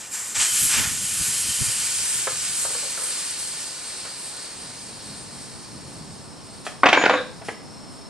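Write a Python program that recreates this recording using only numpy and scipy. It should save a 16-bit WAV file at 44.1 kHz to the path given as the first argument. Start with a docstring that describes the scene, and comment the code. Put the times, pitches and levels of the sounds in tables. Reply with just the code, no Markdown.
"""Air hisses out of the open valve of a tyre on a wooden workbench: shaped noise fading to a few thin sines.
At first fingers deflect the jet into rougher noise and low puffs of air buffet the microphone.
Light knocks follow, and near the end something hard topples and clatters: noise crunches with ringing modes.
Sliding metal squeals in wavering sines, hands and clothes brush in soft noise, the tyre is bumped,
and a small workshop adds its echoes, steady noise and a low rumble."""
import sys
import numpy as np
from scipy import signal
from scipy.fft import rfft, irfft, next_fast_len
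from scipy.io import wavfile
from scipy.ndimage import uniform_filter1d

SR = 44100
rng = np.random.default_rng(int(sys.argv[2]) if len(sys.argv) > 2 else 0)


def dump_mix(stems):
    """Bounce the given channels to the path in sys.argv[1] as a 16-bit WAV at rate SR."""
    frames = np.atleast_2d(stems).T  # one column per channel
    limited = np.clip(frames, -1, 1)  # hard clip at full scale
    pcm = np.round(limited * 32767).astype(np.int16)
    wavfile.write(sys.argv[1], SR, pcm)


N = 356813
T = np.arange(N) / SR

# colour of the low noise in rumble and background: f/Hz, level/dB
LOW_COLOUR = [(20, -31), (55, -11.5), (120, -1.5), (240, -3), (420, -13), (2000, -60)]
# colour of blows by the falling thing and against the tyre: f/Hz, level/dB
BLOW_COLOUR = [(40, -49), (130, -20), (280, 2), (370, -3.5), (620, 5), (900, 0.5), (2500, -1), (4200, -2.5),
               (7000, 4), (13000, -14)]
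# ringing modes of those blows: f/Hz, level/dB, t60/s
BODY_RING = [(285.4, -7.5, 0.24), (510, -1.5, 0.2), (780, -4, .15), (1103, -1.5, 0.16), (1490, -5, .16),
             (1592, 0.5, 0.28), (2323, -2.5, 0.17), (3710, -13, .33)]


def amp(db):
    """Decibels to gain."""
    return 10 ** (np.asarray(db) / 20)


def unit(x):
    """Scales to rms 1."""
    return x / np.sqrt(np.mean(x ** 2) + 1e-20)


def at_time(rows, t=T):
    """Reads every column of a curve over time."""
    times, *columns = np.transpose(rows)
    return [np.interp(t, times, column) for column in columns]


def at_hz(rows, hz):
    """Reads a spectrum on a log-frequency axis."""
    f, value = np.transpose(rows)
    return np.interp(np.log(hz + 1), np.log(f + 1), value)


def resonance(hz, centre_hz, width_hz):
    """Bell-shaped peak of height 1."""
    return 1 / (1 + (2 * (hz - centre_hz) / width_hz) ** 2)


def noise(gain, size=N):
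    """Noise of rms 1 whose spectrum follows gain(Hz)."""
    n = next_fast_len(size)
    spectrum = rfft(rng.standard_normal(n)) * gain(np.fft.rfftfreq(n, 1 / SR))
    return unit(irfft(spectrum, n)[:size])


def coloured(colour, size=N):
    """Noise of rms 1 with a tabled spectrum."""
    return noise(lambda hz: amp(at_hz(colour, hz)), size)


def wander(rate_hz):
    """Random fluctuation of rms 1, mostly slower than rate_hz."""
    return noise(lambda hz: 1 / (1 + (hz / rate_hz) ** 2))


def tone(hz, waver_hz):
    """A sine of rms 1 whose pitch trembles."""
    pitch_hz = hz + waver_hz * wander(38.5)
    return unit(np.sin(2 * np.pi * np.cumsum(pitch_hz) / SR))


def envelope(rows, attack_s, release_s):
    """Gain of events (start, length, dB) that rise linearly, hold and die away exponentially."""
    gain = np.zeros(N)
    for s, length_s, db in rows:
        attack = np.clip((T - s) / attack_s, 0, 1)
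        gain += amp(db) * attack * np.exp(-np.maximum(T - s - length_s, 0) / release_s)
    return gain


def add(mix, s, sound):
    """Mixes a sound in at time s."""
    part = mix[round(s * SR):][:len(sound)]
    part += sound[:len(part)]


def low_cut(x, corner_hz):
    """Cuts the deep bass below corner_hz."""
    return signal.sosfilt(signal.butter(2, corner_hz, "highpass", fs=SR, output="sos"), x)


def ports(a, b):
    """Two unrelated signals become a close microphone pair: alike in the bass, apart in the treble."""
    # f/Hz, likeness of the two ports/0-1
    likeness = [(100, 1), (300, 0.92), (700, 0.77), (1400, 0.95), (2800, 0.6), (13000, 0.1)]
    n = next_fast_len(len(a))
    same = np.clip(at_hz(likeness, np.fft.rfftfreq(n, 1 / SR)), 0, 1)
    mid = rfft(a, n) * np.sqrt((1 + same) / 2)
    side = rfft(b, n) * np.sqrt((1 - same) / 2)
    return irfft(np.array([mid + side, mid - side]), n)[:, :len(a)]


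def room(x, early_db, tail_db, early_s, lag_samples):
    """Direct sound, reaching the right port first, then nearby reflections and the workshop's tail."""
    # the workshop's decay: f/Hz, t60/s
    decay = [(150, 0.58), (500, 0.35), (2500, 0.41), (7000, 0.77), (13000, 0.39)]
    size = SR // 2
    t = np.arange(size) / SR
    # sparse random reflections, about 2500 a second, after a short gap
    taps = rng.choice([-1., 1.], (4, size)) * (rng.random((4, size)) < 2500 / SR) * (t > .0015)
    early = ports(*taps[:2]) * np.exp(-t / early_s)
    hz, frame_s, z = signal.stft(ports(*taps[2:]), SR, nperseg=256)
    fade = np.exp(-np.log(1000) * frame_s / at_hz(decay, hz)[:, None])
    tail = signal.istft(z * fade, SR, nperseg=256)[1][:, :size]
    echo = amp(early_db) * early / np.linalg.norm(early[0])
    echo += amp(tail_db) * tail / np.linalg.norm(tail[0])
    # the direct sound, with a fractional delay at the left port
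    echo[:, :16] += np.sinc(np.arange(16) - 8 - np.array([[lag_samples], [0]]))
    return signal.fftconvolve(x[None], echo / np.linalg.norm(echo[0]), axes=1)[:, :N]


def widened(pair):
    """Scales the difference between the ports: the hiss starts narrow and spreads."""
    # t/s, gain of the difference/dB
    width = [(1.6, -5.5), (2.0, 4.5), (5.0, 4), (8.09, 3)]
    mid = (pair[0] + pair[1]) / 2
    side = (pair[0] - pair[1]) / 2 * amp(at_time(width)[0])
    return np.array([mid + side, mid - side])


def background(level_db=-50, rise_db_per_s=0.58, whirr_db=-55.5):
    """The workshop's noise slowly comes up, with a faint narrow band and low noise opposed at the ports."""
    # colour of the steady noise: f/Hz, level/dB
    ambience = [(20, -16), (130, 3.5), (1000, -1), (1600, -10), (8000, -23.5), (13000, -30)]
    # colour of the faint narrow band: f/Hz, level/dB
    whirr = [(800, -9.5), (1250, -1.5), (1600, -21), (5000, -50)]
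    # low opposed noise: t/s, level/dB
    low_spread = [(2.6, -69), (5.5, -47.5), (8.09, -45)]
    opposed = amp(whirr_db) * coloured(whirr) + amp(at_time(low_spread)[0]) * coloured(LOW_COLOUR)
    steady = ports(coloured(ambience), coloured(ambience)) * amp(level_db + rise_db_per_s * T)
    return steady + np.array([opposed, -opposed])


def rumble(lumpy_db=1.0):
    """An uneven low rumble comes and goes in the second half."""
    # start/s, length/s, level/dB
    rumbles = [(4.5, 3.4, -50.5), (5.04, 0.073, -49), (5.7, 0.31, -48.5)]
    lumps = unit(amp(lumpy_db * wander(18)))
    return coloured(LOW_COLOUR) * envelope(rumbles, attack_s=0.063, release_s=0.19) * lumps


def buffet(gust_db=2.8, opposed_db=-2.0, corner_hz=90, still_db=-75, puff_s=0.021):
    """Lumpy low puffs of moving air; the deepest eddies push the two ports in opposite senses."""
    # colour of the moving air: f/Hz, level/dB
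    air_colour = [(20, -32), (50, -4), (110, 3), (220, -3), (400, -15.5), (2000, -84)]
    # draught under the puffs, dying away as the jet weakens: start/s, length/s, level/dB
    draughts = [(0.43, 2.14, -51.5)]
    # t/s, level/dB, opposed against common motion/dB
    puffs = [(.39, -44, 11), (.53, -47, 13), (.645, -37, 2), (.8, -31.5, 3), (.865, -36, 0.5),
             (.93, -39.5, 3), (1.02, -41, -3), (1.145, -42.5, 1), (1.21, -39.5, -1), (1.303, -38.5, -1),
             (1.495, -39, -1), (1.625, -38.5, 3), (1.68, -41, 4)]
    common_power = amp(still_db) ** 2 + envelope(draughts, attack_s=0.16, release_s=0.19) ** 2
    opposed_power = common_power * amp(opposed_db) ** 2
    for s, db, against_db in puffs:
        puff = amp(db) ** 2 * np.exp(-((T - s) / puff_s) ** 2)
        common_power = common_power + puff
        opposed_power = opposed_power + puff * amp(against_db) ** 2

    def deep_colour(hz):
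        return amp(at_hz(air_colour, hz)) * (1 + 3 / (1 + (hz / corner_hz) ** 4))

    gusts = unit(amp(gust_db * wander(29)))
    common = coloured(air_colour) * np.sqrt(common_power)
    opposed = noise(deep_colour) * np.sqrt(opposed_power)
    return gusts * np.array([common + opposed, common - opposed])


def brushing():
    """Hands and clothes brush past in short washes of bright noise."""
    # f/Hz, level/dB
    brush_colour = [(200, -24), (1500, 18), (10500, 16), (13000, -13.5)]
    # start/s, length/s, level/dB
    brushes = [(6.645, 0.015, -36), (7.44, 0.06, -44)]
    return coloured(brush_colour) * envelope(brushes, attack_s=0.011, release_s=0.04)


def blows(rows, colour, ring_modes, ring_db, detune, rise_s, rattle_db, rattle_s, spot_db, spot_width_hz):
    """Each blow is a crunch and grainy rattle, coloured by the struck spot, plus the whole body's ring."""
    out = np.zeros(N)
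    t = np.arange(SR // 2) / SR
    mode_hz, mode_db, t60 = np.transpose(ring_modes)[:, :, None]
    for s, db, edge_hz, contact_s, spot_hz in rows:
        chatter = unit(noise(lambda hz: 1 / (1 + (hz / 150) ** 4), len(t)) ** 2)
        contact = np.exp(-t / contact_s) + amp(rattle_db) * chatter * np.exp(-t / rattle_s)

        def struck_colour(hz):
            peak_db = spot_db * resonance(hz, spot_hz, spot_width_hz)
            return amp(at_hz(colour, hz) + peak_db) / np.sqrt(1 + (hz / edge_hz) ** 8)

        crunch = noise(struck_colour, len(t)) * contact
        # a longer contact carries more energy
        crunch *= np.sqrt(contact_s * SR / 2) / np.linalg.norm(crunch)
        struck_hz = mode_hz * (1 + detune * rng.standard_normal(mode_hz.shape))
        swing = np.sin(2 * np.pi * (struck_hz * t + rng.random(mode_hz.shape)))
        ring = (amp(mode_db) * np.exp(-np.log(1000) * t / t60) * swing).sum(0)
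        add(out, s, amp(db) * (crunch + amp(ring_db) * ring) * (1 - np.exp(-t / rise_s)))
    return out


def bumps():
    """Dull bumps against the tyre, with hardly any ring."""
    # t/s, relative level/dB, upper edge f/Hz, contact decay/s, struck spot f/Hz
    hits = [(6.665, -19.5, 3050, 0.0067, 695), (7.414, -34.5, 2450, 0.014, 690),
            (7.484, -19, 2360, 0.0076, 2080)]
    return amp(2.0) * blows(hits, BLOW_COLOUR, BODY_RING, ring_db=-34, detune=0.03, rise_s=0.0014,
                            rattle_db=-28, rattle_s=0.025, spot_db=11, spot_width_hz=120)


def knocks():
    """Small things put down on the bench excite its short wooden ring."""
    # t/s, relative level/dB, upper edge f/Hz, contact decay/s, struck spot f/Hz
    hits = [(2.271, -21, 1750, 0.0081, 1400), (2.650, -28, 1400, 0.0078, 560), (2.704, -37, 900, .012, 505),
            (2.749, -32, 1000, 0.0076, 590), (2.826, -37, 700, 0.026, 530), (2.974, -38, 1700, 0.081, 640),
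            (4.049, -37, 2900, 0.017, 1144)]
    # f/Hz, level/dB
    knock_colour = [(100, -18), (370, -13), (500, 9), (720, -0.5), (1400, 6.5), (10000, -20)]
    # f/Hz, level/dB, t60/s
    bench_ring = [(509, -7, 0.2), (1070, -1, 0.04), (1544, -3, 0.04)]
    return amp(2.5) * blows(hits, knock_colour, bench_ring, ring_db=-2.5, detune=0.02, rise_s=0.00065,
                            rattle_db=-28, rattle_s=0.058, spot_db=0.5, spot_width_hz=370)


def clatter():
    """The falling thing bounces, each blow a hard crunch with a faint ring of its body."""
    # t/s, relative level/dB, upper edge f/Hz, contact decay/s, struck spot f/Hz
    bounces = [(6.832, -2.5, 2100, 0.0072, 1050), (6.857, -4.5, 3000, 0.0095, 2650),
               (6.867, -8, 2600, .005, 626), (6.887, -8.5, 3900, .006, 3050),
               (6.928, -5, 3220, 0.011, 2380), (6.948, -11, 3000, 0.0045, 2290),
               (6.972, -4, 1920, 0.0038, 880), (7.012, -20, 3200, 0.032, 1600),
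               (7.037, -8.5, 2800, 0.0068, 600), (7.054, -8.5, 3100, 0.0092, 1455),
               (7.095, -7.5, 3030, .008, 1100), (7.108, -14.5, 2400, .007, 1150),
               (7.135, -14, 2380, 0.013, 1070)]
    return amp(2.5) * blows(bounces, BLOW_COLOUR, BODY_RING, ring_db=-19.5, detune=0.003, rise_s=0.0014,
                            rattle_db=-18.5, rattle_s=0.032, spot_db=6, spot_width_hz=310)


def settling(body_hz=510):
    """The fallen thing lands on its low body note and shudders with a resonant buzz as it settles."""
    # start/s, length/s, level/dB
    shudders = [(7.095, 0.11, -30)]
    # resonances that buzz: f/Hz, width/Hz, level/dB
    buzz_peaks = [(510, 46, 7.5), (1620, 350, -3), (3740, 490, -5.5)]
    buzz = noise(lambda hz: sum(amp(db) * resonance(hz, f, width) for f, width, db in buzz_peaks))
    body = tone(body_hz, waver_hz=12.3) * envelope([(7.095, 0.0087, -19)], attack_s=0.0044, release_s=0.035)
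    return body + buzz * envelope(shudders, attack_s=.01, release_s=0.016)


def squeal():
    """Thin, nearly pure tones of metal sliding between bounces."""
    # start/s, length/s, level/dB
    slides = [(6.955, 0.071, -33.5), (7.095, 0.064, -44.5)]
    # f/Hz, level/dB
    squeal_tones = [(6460, -12), (6977, -1)]
    tones = sum(amp(db) * tone(hz, waver_hz=11.0) for hz, db in squeal_tones)
    return tones * envelope(slides, attack_s=0.042, release_s=0.023)


def pressed(start_s=7.37, rise_s=0.37):
    """Leaning on the tyre squeezes more air out: the weight on it, 0-1."""
    return np.clip((T - start_s) / rise_s, 0, 1)


def chirp(pitch_hz=8877):
    """The valve briefly catches a higher note."""
    return tone(pitch_hz, waver_hz=15) * envelope([(5.14, 0.083, -43.5)], attack_s=0.036, release_s=.025)


def whistle(sing_db=-53.5, grown_s=1.8, growth_db_per_s=4, press_db=4):
    """The slowing flow sings in close, beating tones that grow, hold, and swell under pressure."""
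    # f/Hz, relative level/dB
    whistle_tones = [(5170, -11), (5265, -1), (5367, -2), (5394, 0), (6608, -18), (8592, -19)]
    level_db = sing_db - growth_db_per_s * np.maximum(grown_s - T, 0) + press_db * pressed()
    return unit(sum(amp(db) * tone(hz, waver_hz=8.4) for hz, db in whistle_tones)) * amp(level_db)


def splash(flutter_db=-1.0):
    """Fingers in the jet break it into a lower, rougher rush."""
    # f/Hz, level/dB
    splash_colour = [(300, -25), (750, -13.5), (1500, -4), (2700, -4), (4000, -8.5), (8000, -3.5),
                     (13000, -50)]
    # start/s, length/s, level/dB
    splashes = [(0.0, 0.057, -41), (.345, 0.013, -25), (.39, 0.039, -25), (.69, 0.038, -25.5),
                (.73, 0.081, -24.5), (.825, 0.046, -30)]
    rush = coloured(splash_colour) * envelope(splashes, attack_s=0.0086, release_s=0.037)
    return rush * amp(flutter_db * wander(40))


def jet(level_db=3.5, top_db=1.5, flutter_db=0.8, patchy_db=0.66, treble_waver_db=1.0, press_db=1.5):
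    """Turbulent hiss fades and dulls with falling pressure, as the valve stem's resonances sink into it."""
    # colours of the jet at full and at slack pressure, and through the barely open valve: f/Hz, level/dB
    full = [(300, -32.5), (800, -27), (1400, -13.5), (2100, -13), (2600, -8.5), (3500, -11.5), (6400, -5.5),
            (7500, 0.5), (8500, -0.5), (10400, -1), (11500, -2.5), (13000, -19.5)]
    slack = [(300, -13), (1500, -4), (3500, -5.5), (4400, 3.5), (5900, -4.5), (7200, -4.5), (8700, 4.5),
             (9800, 0.5), (11200, -5), (12500, -23)]
    pinched = [(300, -29), (1500, -4.5), (3600, -9.5), (6600, -1.5), (7400, 6), (8600, 1.5), (13000, -11)]
    # when the full and slack colours are reached: t/s
    stage_s = [0.91, 4.46]
    # resonances of the valve stem: f/Hz, width/Hz, rise/dB
    stem = [(3050, 130, 6.5), (7700, 81, 1)]
    # valve worked by the fingers: t/s, relative jet level/dB, relative top treble/dB
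    opening = [(0.0, -37.5, -5), (0.1, -43, -2), (0.14, -30.5, -2.5), (0.342, -35, -3), (0.354, -27, -7),
               (0.416, -18, -14), (0.5, -25.5, -3.5), (0.556, -21.5, -8), (0.612, -22, 1),
               (0.73, -21, -7.5), (0.84, -31, 1.5), (0.97, -29.5, -10), (1.03, -27, -6.5),
               (1.202, -25.5, -3.5), (1.45, -25.5, -5)]
    # brief surges of the treble: t/s, rise/dB
    surges = [(2.15, 4), (2.62, 8), (3.05, 7.5), (3.47, 3), (4.25, 5), (4.87, 4), (5.42, 4)]
    forced_s, free_s = 0.38, 1.65  # valve forced open; valve runs free
    fade_db_per_s, trickle_db = 5.0, -53.5  # fade down to a last trickle, before level_db
    dull_db, dull_s, surge_s = 4.5, 0.31, 0.073

    hz, t, z = signal.stft(rng.standard_normal(N), SR, nperseg=512)
    emptied = np.interp(t, stage_s, np.arange(2))
    open_db = at_hz(full, hz)[:, None] * (1 - emptied) + at_hz(slack, hz)[:, None] * emptied
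    stem_db = sum(db * resonance(hz, f, width) for f, width, db in stem)[:, None] * (1 - emptied)
    gain = amp(np.where(t < forced_s, at_hz(pinched, hz)[:, None], open_db + stem_db))
    gain = gain / np.sqrt(np.mean(gain ** 2, axis=0))

    dulling_db = dull_db * (1 - np.exp(-np.maximum(t - free_s, 0) / dull_s))
    sharp_db = at_time(opening, t)[1] + top_db - dulling_db
    surge_db = sum(db * np.exp(-((t - s) / surge_s) ** 2) for s, db in surges)
    surge_db = surge_db + treble_waver_db * np.interp(t, T, wander(20.0))
    treble_db = np.clip((hz[:, None] - 8200) / 2400, 0, 1) * sharp_db
    treble_db = treble_db + np.clip((hz[:, None] - 5000) / 5000, 0, 1) * surge_db

    # eddies: random patches smoothed over frequency, then time
    patches = uniform_filter1d(rng.standard_normal(z.shape), size=9, axis=0)
    eddies = unit(uniform_filter1d(patches, size=24, axis=1))
    gain = gain * amp(treble_db + patchy_db * eddies)
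    hiss = signal.istft(z * gain, SR, nperseg=512)[1][:N]

    leaked_db = fade_db_per_s * np.maximum(T - free_s, 0)
    flow_db = np.maximum(at_time(opening)[0] - leaked_db, trickle_db)
    return hiss * amp(flow_db + press_db * pressed() + level_db + flutter_db * wander(3.1))


def scene():
    """All sources in the workshop."""
    near = room(knocks() + low_cut(bumps(), corner_hz=110),
                early_db=-37, tail_db=-3.5, early_s=0.01, lag_samples=0.92)
    far = room(low_cut(clatter() + settling(), corner_hz=110),
               early_db=-23.0, tail_db=-4.5, early_s=0.0052, lag_samples=1.55)
    singing = room(whistle() + chirp() + squeal(),
                   early_db=-28, tail_db=-18, early_s=0.013, lag_samples=0.27)
    air = room(jet() + splash() + brushing(),
               early_db=-9, tail_db=-9.0, early_s=0.022, lag_samples=0.69)
    return background() + rumble() + buffet() + near + far + singing + widened(air)


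def record(dry, edge_hz=13000):
    """Any peaks beyond full scale clip; then a low-pass limits the band."""
    clipped = np.clip(dry, -1, 1)
    band_limit = signal.firwin(255, edge_hz, window=("kaiser", 9), fs=SR)
    return signal.oaconvolve(clipped, band_limit[None], "same")


dry = scene()
out = record(dry)
dump_mix(out)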